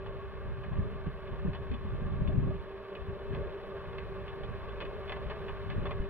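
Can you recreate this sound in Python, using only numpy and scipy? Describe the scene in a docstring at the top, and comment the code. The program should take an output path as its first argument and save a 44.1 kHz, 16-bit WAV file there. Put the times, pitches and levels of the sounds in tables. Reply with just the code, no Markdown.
"""A whining hub motor with a flutter, over droning tyres: an electric kick scooter on a concrete path.
The whine is beating tones that follow the wheel speed; the rest of the ride is noise and clicks that
ring the frame: drone, grit, pebbles, and clacks of loose parts. Two hollow knocks ring on one note.
Gusts of head wind buffet two microphone ports: coloured noise that swells, with thumps that swing
through a few cycles. A faint high hiss lies on top."""
import sys
import numpy as np
from scipy import signal
from scipy.fft import rfft, irfft, next_fast_len
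from scipy.io import wavfile

SR = 44100
rng = np.random.default_rng(int(sys.argv[2]) if len(sys.argv) > 2 else 0)


def output_pcm(signal):
    """Save a mono or channel-first signal as 16-bit PCM at the path in sys.argv[1].

    Samples are clipped to [-1, 1] before scaling.
    """
    pcm = np.clip(np.atleast_2d(signal).T, -1, 1) * 32767
    wavfile.write(sys.argv[1], SR, np.round(pcm).astype(np.int16))


N = 268613
TIME = np.arange(N) / SR
FFT_SIZE = next_fast_len(N + 8192)   # spare room lets filters ring out past the end
HZ = np.maximum(np.arange(FFT_SIZE // 2 + 1) * SR / FFT_SIZE, 1)


def from_db(db):
    """Turn decibels into a plain factor."""
    return 10 ** (np.asarray(db) / 20)


def rms_one(x):
    """Scale a signal to an average strength (RMS) of 1."""
    return x / np.sqrt(np.mean(x ** 2) + 1e-20)


def in_time(rows):
    """Read each column of a time table at every sample, with straight lines between rows."""
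    s, *columns = np.transpose(rows)
    return [np.interp(TIME, s, c) for c in columns]


def at_hz(points):
    """Read a frequency table at every frequency, on a log axis."""
    knots, values = np.transpose(points)
    return np.interp(np.log(HZ), np.log(knots), values)


def by_frequency(x, response):
    """Filter x with a frequency response, scaled so that white noise keeps its power."""
    response = response / np.sqrt(np.mean(np.abs(response) ** 2))
    return irfft(rfft(x, FFT_SIZE) * response, FFT_SIZE)[..., :N]


def coloured(x, points):
    """Give white noise a colour."""
    return by_frequency(x, from_db(at_hz(points)))


def drift(rate_hz):
    """Slow chance with a spread of 1: smoothed noise, made at every 40th sample."""
    step, warm_up = 40, 2000
    r = np.exp(-2 * np.pi * rate_hz * step / SR)
    noise = rng.standard_normal(N // step + warm_up + 2)
    slow = signal.lfilter([1], [1, -2 * r, r * r], noise)[warm_up:]
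    return np.interp(np.arange(N) / step, np.arange(len(slow)), rms_one(slow))


def kicks(starts, peaks_db):
    """A single click at each start."""
    out = np.zeros(N)
    out[np.round(starts * SR).astype(int)] = from_db(peaks_db)
    return out


def burst(starts, peaks_db, rise_s, decay_s):
    """An envelope that swells quickly at each start and dies away."""
    age = TIME[:SR // 5]
    shape = (1 - np.exp(-age / rise_s)) * np.exp(-age / decay_s)
    return signal.oaconvolve(kicks(starts, peaks_db), shape)[:N]


def resonances(modes):
    """Frequency response of modes driven side by side, each a peak with its own width."""
    return sum(from_db(db) / (1 + 1j * (HZ - hz * hz / HZ) / width) for hz, width, db in modes)


def shaken(body, envelope, colour, apart_db):
    """Dense tiny contacts (noise) drive the body; each port hears a small part of its own."""
    force = rng.standard_normal(N) + from_db(apart_db) * rng.standard_normal((2, N))
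    return by_frequency(force * envelope, body * from_db(at_hz(colour)))


# wheel speed: time_s, speed (share of cruising speed)
WHEEL_SPEED = [(0, 1.0), (.2, 1.006), (.45, .998), (1.0, 1.003), (1.25, .989), (1.6, .999), (1.85, .99),
               (2.3, .987), (2.8, 1.0), (3.3, 1.007), (3.8, 1.006), (4.1, .996), (4.55, 1.009),
               (5.2, 1.012), (5.45, 1.002), (5.65, 1.013), (5.85, .995), (6.09, 1.01)]
# motor whine, before the trim and swell: time_s, level_db
WHINE_LEVEL = [(0, -46), (.55, -47.5), (1.0, -48.5), (1.45, -45), (2.2, -51.5), (2.5, -44), (3.6, -43.5),
               (4.2, -44.5), (4.5, -46.5), (5.05, -43), (5.23, -45.5), (5.32, -52), (5.42, -42), (5.8, -50),
               (5.96, -39), (6.09, -46.5)]
# tones at cruising speed: pitch_hz, relative_level_db, flutter (share of the tone), flutter_rate_hz
MOTOR_TONES = [(194.8, -16, 1, 13), (388.8, 4, 0.15, 17), (580.6, -8, 0.26, 4.8), (780, -22.5, 0.34, 5.7)]
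BEAT_HZ = 4.79


def motor(wobble=0.0042, level_db=-2.0, beat_share=0.3, swell_db=1.2):
    """Tones follow the wheel, each beating with a weaker one below; the path shakes strength and phase."""
    speed, = in_time(WHEEL_SPEED)
    db, = in_time(WHINE_LEVEL)
    travel = np.cumsum(speed * (1 + wobble * drift(12))) / SR   # seconds' worth of cruising
    beat = 1 + beat_share * np.exp(-2j * np.pi * BEAT_HZ * TIME)
    out = 0
    for hz, tone_db, flutter, flutter_hz in MOTOR_TONES:
        shake = beat + flutter * (drift(flutter_hz) + 1j * drift(flutter_hz))
        out = out + from_db(tone_db) * np.real(shake * np.exp(2j * np.pi * hz * travel))
    return from_db(db + level_db + swell_db * drift(23)) * rms_one(out)


# wavering whirr of the running gear: centre_pitch_hz, level_db
WHIRR_TONES = [(1135, -59), (1660, -64.5)]


def whirr(waver=0.03, waver_hz=22, throb_db=4):
    """Rough tones whose pitch and strength wander many times a second."""
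    out = 0
    for hz, db in WHIRR_TONES:
        phase = 2 * np.pi * np.cumsum(hz * (1 + waver * drift(waver_hz))) / SR
        throbbing = from_db(throb_db * drift(30)) * np.sin(phase)
        out = out + from_db(db) * rms_one(throbbing)
    return out


# tyre forces on concrete that grows coarser along the way: time_s, drone_db, grit_db (before trims)
ROLLING_LEVELS = [(0, -51.5, -53.5), (1.6, -50, -53), (2.9, -51, -53.5), (3.4, -47, -52), (4.5, -50, -51),
                  (5.4, -47, -50), (6.09, -51, -51)]
# bumps in the path that make the tyres boom: start_s, drive_db
TYRE_BUMPS = [(0.447, -47), (3.72, -47), (4.811, -36)]
# colour of the low tyre force: frequency_hz, level_db (per Hz)
DRONE_COLOUR = [(200, -4.5), (320, -8), (390, -3.5), (650, -5), (850, -28.5), (1400, -50)]
# colour of the force from the coarse grain: frequency_hz, level_db (per Hz)
GRIT_COLOUR = [(400, -11), (760, 2), (1200, 4), (2000, 1), (3500, -4), (3800, -5.5), (4250, -7.5),
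               (5200, -17.5), (5700, -35), (8000, -47)]


def tyres(body, drone_db=-0.5, grit_db=0.2, lumpy_db=2.0, grain_db=1.05, rise_s=0.0099, decay_s=0.019):
    """The tyres drone on the concrete and boom at bumps; its coarse grain makes the frame chatter."""
    drone, grit = in_time(ROLLING_LEVELS)
    s, db = np.transpose(TYRE_BUMPS)
    drone_force = from_db(drone + drone_db + lumpy_db * drift(4.4))
    low_force = drone_force + burst(s, db, rise_s, decay_s)
    grit_force = from_db(grit + grit_db + grain_db * drift(110))
    low = shaken(body, low_force, DRONE_COLOUR, apart_db=-10.0)
    high = shaken(body, grit_force, GRIT_COLOUR, apart_db=-12.0)
    return low + high


def pebbles(body, per_s=60, level_db=13.0, spread_db=3.0):
    """Small stones tick under the tyres at random, a few of them harder."""
    _, grit = in_time(ROLLING_LEVELS)
    sizes = from_db(spread_db * np.minimum(rng.exponential(1, N), 2)) * rng.choice([-1, 1], N)
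    hits = rng.random(N) < per_s / SR
    force = hits * sizes * from_db(grit + level_db)
    return by_frequency(force, body * from_db(at_hz(GRIT_COLOUR)))


# head wind that rises and falls, with its deepest lull near 2.9 s: time_s, level_db (before scaling)
WIND_LEVEL = [(0, -45), (0.27, -49), (0.58, -46), (0.88, -41), (1.25, -49), (1.58, -46), (2.0, -41.5),
              (2.47, -35), (2.68, -54.5), (2.9, -61), (3.1, -41), (3.2, -54.5), (3.42, -44.5),
              (3.63, -56.5), (3.87, -47.5), (5.6, -47), (6.09, -43.5)]
# gusts, each with a thump on the ports: start_s, swell_db, swell_width_s, thump_db, thump_pitch_hz
WIND_GUSTS = [(0.485, -43, 0.05, -33, 69.4), (0.71, -42.5, 0.029, -29.5, 151),
              (0.784, -36, 0.026, -12.5, 95), (0.857, -46, 0.017, -25, 97), (1.064, -38, 0.018, -21, 142),
              (1.315, -43, 0.022, -23.5, 138), (1.446, -40.5, 0.053, -18, 165),
              (1.477, -37.5, 0.021, -18.5, 151), (1.503, -48, .012, -20.5, 70),
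              (1.701, -37.5, 0.014, -27, 106), (1.73, -44, .02, -25, 223), (1.836, -39.5, 0.019, -30, 75),
              (1.928, -41, 0.021, -22.5, 128), (2.016, -44, 0.016, -24.5, 152),
              (2.051, -40, 0.028, -31, 120), (2.118, -47, 0.018, -23.5, 113),
              (2.206, -36.5, 0.018, -20, 119), (2.277, -37, 0.027, -33, 104),
              (2.335, -39, 0.016, -18.5, 111), (2.37, -35.5, 0.022, -13, 124), (2.401, -41, .015, -26, 86),
              (2.456, -38, 0.054, -23, 120), (3.325, -38, 0.055, -24.5, 115),
              (4.518, -45.5, 0.054, -40, 60), (5.256, -43, 0.025, -26, 55.6),
              (5.772, -36, 0.072, -23.5, 88), (5.997, -39, 0.027, -16, 45.3)]
CREST_LAG_S = 0.014   # a gust is strongest this long after its thump starts
STRONG_WIND_DB = -33.5   # level of a full gust


def wind_strength():
    """Gusts swell and fade as bell curves on top of the varying wind; dB relative to a full gust."""
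    wind_db, = in_time(WIND_LEVEL)
    power = from_db(wind_db) ** 2
    for s, swell_db, width_s, *_ in WIND_GUSTS:
        bell = np.exp(-((TIME - s - CREST_LAG_S) / width_s) ** 2)
        power = power + from_db(swell_db) ** 2 * bell
    return 10 * np.log10(power) - STRONG_WIND_DB


# colour of the low wind rumble: frequency_hz, level_db (per Hz)
BUFFET_COLOUR = [(8, -17.5), (25, 3.5), (65, 5), (145, -1.5), (195, -5), (240, -15), (330, -27),
                 (600, -37.5), (2000, -85)]
# colour of the higher flapping in strong gusts: frequency_hz, level_db (per Hz)
GUST_COLOUR = [(60, -19), (130, 7), (220, -3.5), (350, -8.5), (600, -23.5), (1500, -52), (4000, -82.5)]


def wind(rumble_db=-29.5, rumble_growth=0.98, lumpy_db=1.5, gust_db=-34, gust_growth=1.97):
    """Each port has eddies of its own; strong gusts add smaller, higher ones."""
    db = wind_strength()
    eddies = from_db(lumpy_db * np.array([drift(38), drift(17)]))
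    rumble = from_db(rumble_db + rumble_growth * db) * coloured(rng.standard_normal((2, N)), BUFFET_COLOUR)
    flap = from_db(gust_db + gust_growth * db) * coloured(rng.standard_normal((2, N)), GUST_COLOUR)
    return eddies * (rumble + flap)


# colour of the high hiss: frequency_hz, level_db (per Hz)
HISS_COLOUR = [(2000, -13.5), (5500, 5.5), (7500, -4), (9500, 2.5), (11500, 1.5), (12600, 3), (14500, -1.5)]


def hiss(level_db=-30, flicker_db=1.0):
    """A faint high hiss, noise whose level follows the grit under the tyres."""
    _, grit = in_time(ROLLING_LEVELS)
    strength = from_db(grit + level_db + flicker_db * drift(30))   # level_db is relative to the grit
    return strength * coloured(rng.standard_normal((2, N)), HISS_COLOUR)


# clacks of loose parts: start_s, drive_db, dull_part_db (relative to drive_db),
# focus_hz (the fitting rings most around it)
LOOSE_CLACKS = [(0.059, -46, 15, 2600), (0.635, -47, 13, 2080), (0.728, -50, 16.5, 1900),
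                (1.06, -52, 4, 2980), (1.2705, -48, -4, 2700), (1.531, -43, 7, 3000),
                (1.5465, -43.5, 10.5, 3500), (1.712, -44, -3, 2300), (1.736, -44.5, -10, 3430),
                (2.273, -42, -6, 3100), (2.95, -42.5, -0.5, 2650), (3.3305, -46, 8, 1890),
                (3.346, -42, 9.5, 1900), (3.9805, -40, -0.5, 2100), (4.278, -42, -1, 2900),
                (4.4325, -43, 9.5, 3520), (4.684, -46, 3, 3380), (4.802, -38, 4, 2540),
                (4.8079, -41.5, 8.5, 3100), (4.818, -51, 10.5, 2480), (4.849, -44, 3, 2660),
                (5.076, -44.5, 2, 3400), (5.093, -38, 8.5, 2050), (5.119, -36, 8, 2030),
                (5.1605, -44, 12, 1720), (5.297, -40, 10, 2080), (5.306, -43.5, 13.5, 1700),
                (5.481, -42, 9, 2920), (5.4894, -53.5, 19, 1750), (5.699, -39, 2, 1680),
                (5.717, -49.5, 4, 2930), (5.853, -42.5, 16.5, 3450), (5.865, -44, 10.5, 2520),
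                (5.9073, -39, 13, 2500)]
# a loose metal fitting that rings along with each clack: pitch_hz, relative_level_db
FITTING_MODES = [(1730, 2), (2040, 1), (2480, -2), (2600, -2), (2920, -2), (3468, -1)]
FITTING_WIDTH_HZ = 50
# colour of the bright part of a clack: frequency_hz, level_db (per Hz)
BRIGHT_COLOUR = [(700, -24.5), (1500, -5), (2200, 4), (3500, 3.5), (3800, -5.5), (4300, -1.5), (5500, -23),
                 (8000, -39), (14000, -31.5)]
# colour of the dull part of a clack: frequency_hz, level_db (per Hz)
DULL_COLOUR = [(300, -11.5), (550, -6.5), (900, 2.5), (1800, -4.5), (2600, -16), (5000, -43)]


def clacks(body, rise_s=0.0051, decay_s=0.0098, bright_db=-5.5, ring_db=-4.0, dull_db=-5.5,
           chatter_db=0.5, focus_db_per_octave=22):
    """Loose parts slap the frame and chatter to rest; where they land decides which fitting modes ring."""
    s, db, dull_part_db, focus_hz = np.transpose(LOOSE_CLACKS)
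    chatter = from_db(chatter_db * drift(240))
    bright = chatter * burst(s, db, rise_s, decay_s)
    dull = chatter * burst(s, db + dull_part_db, rise_s, decay_s)
    out = from_db(bright_db) * shaken(body, bright, BRIGHT_COLOUR, apart_db=-3.5)
    out = out + from_db(dull_db) * shaken(body, dull, DULL_COLOUR, apart_db=-15.0)
    for hz, mode_db in FITTING_MODES:
        octaves_away = np.abs(np.log2(hz / focus_hz))
        mode_peaks = db + ring_db + mode_db - focus_db_per_octave * octaves_away
        mode = resonances([(hz, FITTING_WIDTH_HZ, 0)])
        ringing = chatter * burst(s, mode_peaks, rise_s, decay_s)
        out = out + shaken(mode, ringing, BRIGHT_COLOUR, apart_db=-10.0)
    return out


def strikes(body, level_db=18.0, growth=.6, contact_s=.003):
    """The hardest contact of each clack is one sharp tick into the frame; it stands out in heavy clacks."""
    s, db, *_ = np.transpose(LOOSE_CLACKS)
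    tick_db = db + level_db + growth * (db - db.max())
    return by_frequency(kicks(s + contact_s, tick_db), body * from_db(at_hz(BRIGHT_COLOUR)))


def thumps(level_db=0.0, spread=0.12, rise_s=0.0056, decay_s=0.011, port_lag_s=0.0011, steepness=0.45):
    """A big eddy sweeps over one port, then the other: pressure drops, then swings in uneven, steep cycles."""
    age = TIME[:SR // 12]
    unrest, swing = np.exp(spread * drift(47)), np.zeros(N)
    for s, _, _, db, hz in WIND_GUSTS:
        span = slice(int(s * SR), int(s * SR) + len(age))
        phase = 2 * np.pi * np.cumsum(hz * unrest[span]) / SR
        envelope = from_db(db + level_db) * (1 - np.exp(-age / rise_s)) * np.exp(-age / decay_s)
        swing[span] -= envelope[:len(phase)] * np.sin(phase + steepness * np.sin(phase))
    left = np.interp(TIME - port_lag_s, TIME, swing)   # the left port is swept later
    return np.array([left, swing])


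# hollow knocks of the deck: start_s, drive_db
DECK_HITS = [(2.295, -30.5), (2.507, -33.5)]


def deck_knocks(hz=615, width_hz=45, level_db=0.0, contact_s=0.0015):
    """Two hollow knocks, at about 2.3 s and 2.5 s, ring briefly on one low note."""
    s, db = np.transpose(DECK_HITS)
    decay_s = 1 / (np.pi * width_hz)
    return burst(s, db + level_db, contact_s, decay_s) * np.sin(2 * np.pi * hz * TIME)


# resonances of wheels, deck and stem: pitch_hz, width_hz, relative_level_db
FRAME_MODES = [(416, 29, 2.5), (450, 44, -1.5), (503, 130, -7), (581.7, 46, -0.5), (640, 48, -7.5),
               (762, 50, -7), (838, 60, -12), (915, 55, -6.5), (1056, 76, -5), (1153, 83, -10.5),
               (1395, 100, -13), (1533, 140, -12), (1720, 100, -12.5), (2096, 270, -17), (2460, 95, -13),
               (2613, 88, -14.5), (2930, 76, -14.5), (3150, 160, -23.5), (3455, 85, -12.5),
               (4170, 370, -23), (4820, 270, -25)]
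# how far the right port leads the left: frequency_hz, phase_radians
PORT_LEAD = [(400, 0.21), (1020, 0.17), (1320, 0.53), (1550, 0.43), (2600, 0.52), (2780, 1.9), (3000, 0.76),
             (3250, 1.94), (3400, 0.89), (3600, 3.08), (3900, 1.78), (4750, 3.95), (6500, 4)]


def scene():
    """The scooter reaches the right port a little before the left; the wind blows on both."""
    body = resonances(FRAME_MODES)
    rolling = motor() + whirr() + tyres(body) + pebbles(body)
    left, right = rolling + clacks(body) + strikes(body) + deck_knocks()
    left = by_frequency(left, np.exp(-1j * at_hz(PORT_LEAD)))
    return np.array([left, right]) + wind() + hiss() + thumps()


CUTOFF_HZ = 15700


def record(dry):
    """A steep low-pass filter cuts the top of the treble."""
    low_pass = signal.ellip(10, .1, 70, CUTOFF_HZ, fs=SR, output="sos")
    return signal.sosfilt(low_pass, dry)


dry = scene()
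out = record(dry)
output_pcm(out)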